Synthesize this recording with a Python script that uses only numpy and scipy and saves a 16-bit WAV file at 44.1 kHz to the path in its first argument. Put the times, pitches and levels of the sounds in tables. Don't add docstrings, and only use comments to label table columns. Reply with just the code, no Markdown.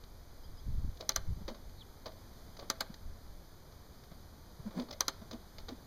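import sys
import numpy as np
from scipy import signal
from scipy.fft import rfft, irfft
from scipy.io import wavfile
from scipy.ndimage import uniform_filter1d

SR = 44100
rng = np.random.default_rng(int(sys.argv[2]) if len(sys.argv) > 2 else 0)


def log_audio(samples):
    frames = np.atleast_2d(samples).T
    limited = np.clip(frames, -1, 1)
    pcm = np.round(limited * 32767).astype(np.int16)
    wavfile.write(sys.argv[1], SR, pcm)


N = 258426
TIME_S = np.arange(N) / SR
RING_S = TIME_S[:SR // 3]

# pitch_hz, level_db, t60_s
CASE_MODES = [(393, -17, 0.23), (538.3, -9, 0.14), (650, -10.5, 0.15), (853, -10, 0.11), (1165, -3, 0.07),
              (1285, 0.5, 0.014), (1518, -2, 0.037), (1834, -11, 0.042), (2380, -28, 0.047)]
# freq_hz, level_db
BRIGHT_SPECTRUM = [(500, -15), (2000, 1.5), (3300, 4.5), (4600, 8.5), (6300, 0), (8500, -31), (15000, -17)]


def undb(db):
    return 10 ** (np.asarray(db) / 20)


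def unit(x):
    return x / np.sqrt(np.mean(x ** 2))


def noise(spectrum, size=len(RING_S)):
    hz, db = np.transpose(spectrum)
    bins_hz = np.maximum(np.fft.rfftfreq(size, 1 / SR), 1)
    gain = undb(np.interp(np.log(bins_hz), np.log(hz), db))
    return unit(irfft(rfft(rng.standard_normal(size)) * gain, size))


def walk(rate_hz):
    hold = int(SR / rate_hz)
    steps = np.repeat(rng.standard_normal(N // hold + 1), hold)
    return unit(uniform_filter1d(steps, hold)[:N])


def swell(centre_s, sigma_s):
    return np.exp(-np.minimum(((TIME_S - centre_s) / sigma_s) ** 2 / 2, 50))


def rise(tau_s):
    return 1 - np.exp(-RING_S / tau_s)


def fade(t60_s):
    return np.exp(-np.log(1000) * RING_S / t60_s)


def strike(modes, scatter_db, detune):
    out = 0
    for hz, db, t60_s in modes:
        size, shift, phase = rng.standard_normal(3)
        tone = np.sin(2 * np.pi * (hz * (1 + detune * shift) * RING_S + phase))
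        out = out + undb(db + scatter_db * size) * fade(t60_s) * tone
    return out


def add(track, start_s, sound):
    start = max(int(start_s * SR), 0)
    track[start:start + len(sound)] += sound[:N - start]


def air(level_db=-55.5, sway_db=-0.5, top_hz=15300):
    # freq_hz, level_db
    hush_spectrum = [(20, -1.5), (75, 6), (130, 0), (300, -6.5), (700, -10.5), (1200, -14.5), (2100, -20.5),
                     (3300, -20), (4700, -17.5), (6300, -20.5), (8000, -33.5), (10000, -25.5),
                     (12000, -25.5), (15000, -29.5)]
    hush = undb(level_db + sway_db * walk(1.87)) * noise(hush_spectrum, N)
    return signal.sosfilt(signal.ellip(10, .2, 70, top_hz, fs=SR, output="sos"), hush)


def wind(breeze_db=-52, fall_db_per_s=1, wander_db=0.5, rumble_db=-1,
         eddy_db=-11, eddy_ref_db=-36, eddy_growth=1.68, uneven_db=3):
    # centre_s, peak_db, sigma_s
    gusts = [(0.505, -46.5, 0.081), (0.693, -32.5, 0.026), (0.806, -35.5, 0.077), (1.206, -38.5, 0.036),
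             (1.31, -32.5, 0.028), (1.448, -42.5, 0.053), (1.68, -47.5, 0.045), (3.082, -40.5, 0.044),
             (3.325, -47.5, 0.063), (4.645, -50, 0.041), (5.635, -46.5, .04)]
    # centre_s, peak_db
    buffets = [(0.747, -33), (0.793, -32.5), (0.848, -31), (0.885, -30.5), (1.194, -38), (1.315, -39),
               (1.374, -36)]
    # freq_hz, level_db
    breeze_spectrum = [(10, -1.5), (22, 3.5), (45, -8.5), (75, -5.5), (110, -22.5), (200, -29), (500, -82)]
    # freq_hz, level_db
    eddy_spectrum = [(30, 7.5), (100, 7.5), (180, -4), (300, -20), (600, -37), (1500, -79)]
    breeze = undb(breeze_db - fall_db_per_s * TIME_S + wander_db * walk(7))
    gust_power = sum((undb(db) * swell(centre_s, sigma_s)) ** 2 for centre_s, db, sigma_s in gusts)
    wind_db = 10 * np.log10(breeze ** 2 + gust_power)
    pressure = noise(breeze_spectrum, N)
    pressure /= np.sqrt(uniform_filter1d(pressure ** 2, size=SR // 12))
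    swirl = undb(eddy_ref_db + eddy_growth * (wind_db - eddy_ref_db) + eddy_db + uneven_db * walk(45))
    slaps = sum(undb(db) * swell(centre_s, sigma_s=0.0065) for centre_s, db in buffets)
    return undb(wind_db + rumble_db) * pressure + (swirl + slaps) * noise(eddy_spectrum, N)


def electronics(frame_hz=30, buzz_db=-52):
    # pitch_hz, level_db, offset_frames
    whine_tones = [(11523, -81, 0), (13975, -81, .5), (14580, -88, .5)]
    whine = 0
    for hz, db, offset_frames in whine_tones:
        gate = np.maximum(np.sin(2 * np.pi * (frame_hz * TIME_S + offset_frames)), 0)
        whine = whine + undb(db) * 2 * np.sqrt(gate) * np.sin(2 * np.pi * hz * TIME_S)
    ticks = np.diff(np.floor(2 * frame_hz * TIME_S), prepend=0)
    band = signal.butter(2, (4000, 10000), "band", fs=SR, output="sos")
    return whine + undb(buzz_db) * signal.sosfilt(band, ticks)


def ratchet(rebound_s=.0195, ref_db=-38, db_per_doubling=11, modes_db=-6,
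            pawl_knock_db=-8, chatter_db=2.5):
    # start_s, knock_db, teeth_db, rebound_db
    clunks = [(1.003, -45.5, -54, -0.5), (1.478, -36, -36.5, -17), (1.545, -50, -48.5, -15),
              (2.057, -37.5, -38.5, -11.5), (2.590, -44.5, -43, -7), (2.622, -43, -62, -8),
              (4.113, -48.5, -66, -18), (4.706, -46.5, -62, -4), (4.885, -46.5, -50, -6),
              (4.907, -47.5, -37.5, -0.5), (5.216, -50.5, -65, -16), (5.310, -42.5, -39.5, -3),
              (5.583, -48.5, -39.5, -11), (5.683, -38, -39, -14)]
    # freq_hz, level_db
    knock_spectrum = [(100, -6), (280, -3), (450, -0.5), (620, 0), (760, -6.5), (1150, -8), (1600, -21),
                      (2300, -17.5), (4500, -19), (8000, -38), (15000, -42)]
    # start_s, level_db
    pawl_ticks = [(0.036, -46.5), (0.971, -50), (1.0078, -31.5), (1.117, -37.5), (1.694, -52.5),
                  (2.119, -50), (2.568, -44), (2.941, -41), (3.722, -50), (4.037, -51.5), (4.797, -36),
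                  (4.82, -46)]
    body, teeth = np.zeros(N), np.zeros(N)
    for start_s, knock_db, teeth_db, rebound_db in clunks:
        for delay_s, drop_db in ((0, 0), (rebound_s, rebound_db)):
            weight = 2 ** ((knock_db + drop_db - ref_db) / db_per_doubling)
            rise_s, t60_s = .004 * weight, .11 * np.sqrt(weight)
            ring = undb(modes_db) * strike(CASE_MODES, scatter_db=2.5, detune=.012)
            knock = noise(knock_spectrum) * fade(t60_s)
            add(body, start_s + delay_s, undb(knock_db + drop_db) * rise(rise_s) * (knock + ring))
            bite = rise(0.81 * rise_s) * fade(0.54 * t60_s)
            add(teeth, start_s + delay_s, undb(teeth_db + drop_db) * bite * noise(BRIGHT_SPECTRUM))
    snap = rise(tau_s=0.0012) * fade(t60_s=0.028)
    for start_s, db in pawl_ticks:
        add(teeth, start_s, undb(db) * snap * noise(BRIGHT_SPECTRUM))
        add(body, start_s, undb(db + pawl_knock_db) * snap * noise(knock_spectrum))
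    return body + teeth * undb(chatter_db * walk(600))


def bird(bend=1.2):
    # start_s, length_s, start_hz, end_hz, level_db, rasp_hz
    chirps = [(0.424, .045, 5060, 4720, -60, 10), (0.431, 0.037, 3000, 3520, -63, 10),
              (0.563, 0.044, 5100, 4840, -60, 10), (0.576, 0.036, 3000, 3580, -62, 10),
              (1.769, 0.059, 4100, 3970, -59.5, 310), (1.805, 0.0284, 3850, 2660, -49, 120)]
    out = np.zeros(N)
    for start_s, length_s, start_hz, end_hz, db, rasp_hz in chirps:
        along = np.linspace(0, 1, int(length_s * SR))
        hz = start_hz + (end_hz - start_hz) * along ** bend + rasp_hz * walk(980)[:len(along)]
        whistle = np.sin(2 * np.pi * np.cumsum(hz) / SR)
        add(out, start_s, undb(db) * np.sin(np.pi * along) * whistle)
    return out


def gears(pitch_hz=597, stage_width_hz=92):
    # centre_s, level_db, sigma_s
    coasts = [(1.029, -52, .02), (2.61, -58, 0.02), (4.925, -57.5, 0.032)]
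    band = signal.iirpeak(pitch_hz, pitch_hz / stage_width_hz, SR)
    hum = unit(signal.lfilter(*band, signal.lfilter(*band, rng.standard_normal(N))))
    return hum * sum(undb(db) * swell(centre_s, sigma_s) for centre_s, db, sigma_s in coasts)


def lever(lead_in_s=0.0035, ping_peak_s=0.00061, case_db=-30, modes_db=-7):
    # start_s, ping_hz, ping_db, contact_db, lead_in_db
    clacks = [(1.0922, 5820, -13, -16, -38), (1.161, 6000, -13.5, -16, -29),
              (2.7008, 5850, -19, -18.5, -29), (2.8073, 4800, -23, -19, -31),
              (5.007, 5950, -13, -15, -28.5), (5.0818, 6050, -18, -17, -34)]
    # freq_hz, level_db
    crack_spectrum = [(300, -34), (1200, -20), (2200, -0.5), (3300, -29), (4500, 10), (6500, 6), (8500, -5),
                      (13000, 4), (16000, -16)]
    # pitch_hz, level_re_contact_db, t60_s
    lever_modes = [(3140, -20, 0.035), (3980, -10.5, 0.018), (4200, -15, 0.037), (4700, -13, 0.011),
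                   (4935, -7.5, 0.017), (6340, -23, 0.055), (7140, -25.5, 0.041), (10270, -13.5, 0.0072),
                   (13080, -14.5, 0.01)]
    # freq_hz, level_db
    clatter_spectrum = [(100, -11), (250, 3.5), (550, -0.5), (1250, 6), (2000, 1.5), (4300, 1.5),
                        (6500, -10.5), (9000, -16), (15000, -21)]
    out = np.zeros(N)
    seat = (RING_S / ping_peak_s) ** 2 * np.exp(2 * (1 - RING_S / ping_peak_s))
    lead_in = (RING_S / lead_in_s) ** 2 * (RING_S < lead_in_s)
    for start_s, ping_hz, ping_db, contact_db, lead_in_db in clacks:
        ping = undb(ping_db) * seat * np.sin(2 * np.pi * ping_hz * RING_S)
        steel = noise(crack_spectrum) * fade(t60_s=0.0054)
        steel += strike(lever_modes, scatter_db=1.5, detune=.004)
        steel *= undb(contact_db) * rise(tau_s=.0005)
        case = undb(modes_db) * strike(CASE_MODES, scatter_db=1.5, detune=.006)
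        case += noise(clatter_spectrum) * fade(t60_s=0.06)
        case *= undb(case_db) * rise(tau_s=0.00026)
        add(out, start_s, ping + steel + case)
        add(out, start_s - lead_in_s, undb(lead_in_db) * lead_in * noise(BRIGHT_SPECTRUM))
    return out


def exhaust(waver=0.0344, flutter=0.14, hiss_db=-13, boom_ref_db=-42, sigma_ref_s=0.011,
            gas_ref_db=-53.5, gas_db_per_doubling=5, gas_follow=0.33, gas_stretch=1.7):
    # centre_s, pitch_hz, boom_db, sigma_s
    puffs = [(1.418, 190, -44, 0.0065), (1.519, 230, -44, 0.0074), (2.904, 185, -38.5, 0.0035),
             (4.119, 179, -46, .005), (4.602, 135, -41, 0.0047), (4.672, 214, -34, 0.0095),
             (4.779, 184, -33.5, 0.011), (4.802, 246, -34, .018), (5.223, 200, -42.5, 0.0053),
             (5.346, 225, -41.5, 0.01), (5.728, 245, -40, 0.0069)]
    # pitch_hz, width_hz, level_db
    pipe_modes = [(324, 40, 7), (478, 150, 1), (630, 99, -1.5), (1010, 60, -3), (1200, 390, -16)]
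    rush = 0
    for hz, width_hz, db in pipe_modes:
        band = signal.iirpeak(hz, hz / width_hz, SR)
        rush = rush + undb(db) * signal.lfilter(*band, rng.standard_normal(N))
    rush = unit(rush) + undb(hiss_db) * noise(BRIGHT_SPECTRUM, N)
    clock_s = np.cumsum(1 + waver * walk(90)) / SR
    out = np.zeros(N)
    for centre_s, hz, boom_db, sigma_s in puffs:
        boom = np.sin(2 * np.pi * hz * clock_s)
        gas_db = gas_ref_db + gas_db_per_doubling * np.log2(sigma_s / sigma_ref_s)
        gas_db += gas_follow * (boom_db - boom_ref_db)
        out += undb(boom_db) * swell(centre_s, sigma_s) * boom
        out += undb(gas_db) * swell(centre_s, gas_stretch * sigma_s) * rush * (1 + flutter * boom)
    return out


def yard(x, wet_db=-24):
    # freq_hz, level_db
    spectrum = [(100, -6), (600, 0), (1200, -3), (3300, -3), (4300, -7), (6000, -15), (15000, -20)]
    tail = noise(spectrum) * fade(t60_s=0.46) * rise(tau_s=0.0077)
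    tail /= np.sqrt(np.sum(tail ** 2))
    return x + undb(wet_db) * signal.fftconvolve(x, tail)[:N]


def scene():
    bike = lever() + ratchet() + gears() + exhaust()
    return (yard(bike + bird()) + wind() + air())[None]


def record(dry, top_hz=16300):
    # centre_hz, width_hz
    notches = [(2720, 990), (5500, 630), (7950, 600), (10930, 940)]
    for hz, width_hz in notches:
        dry = signal.lfilter(*signal.iirnotch(hz, hz / width_hz, SR), dry)
    lowpass = signal.ellip(8, .2, 70, top_hz, fs=SR, output="sos")
    return signal.sosfilt(lowpass, dry + electronics())


dry = scene()
out = record(dry)
log_audio(out)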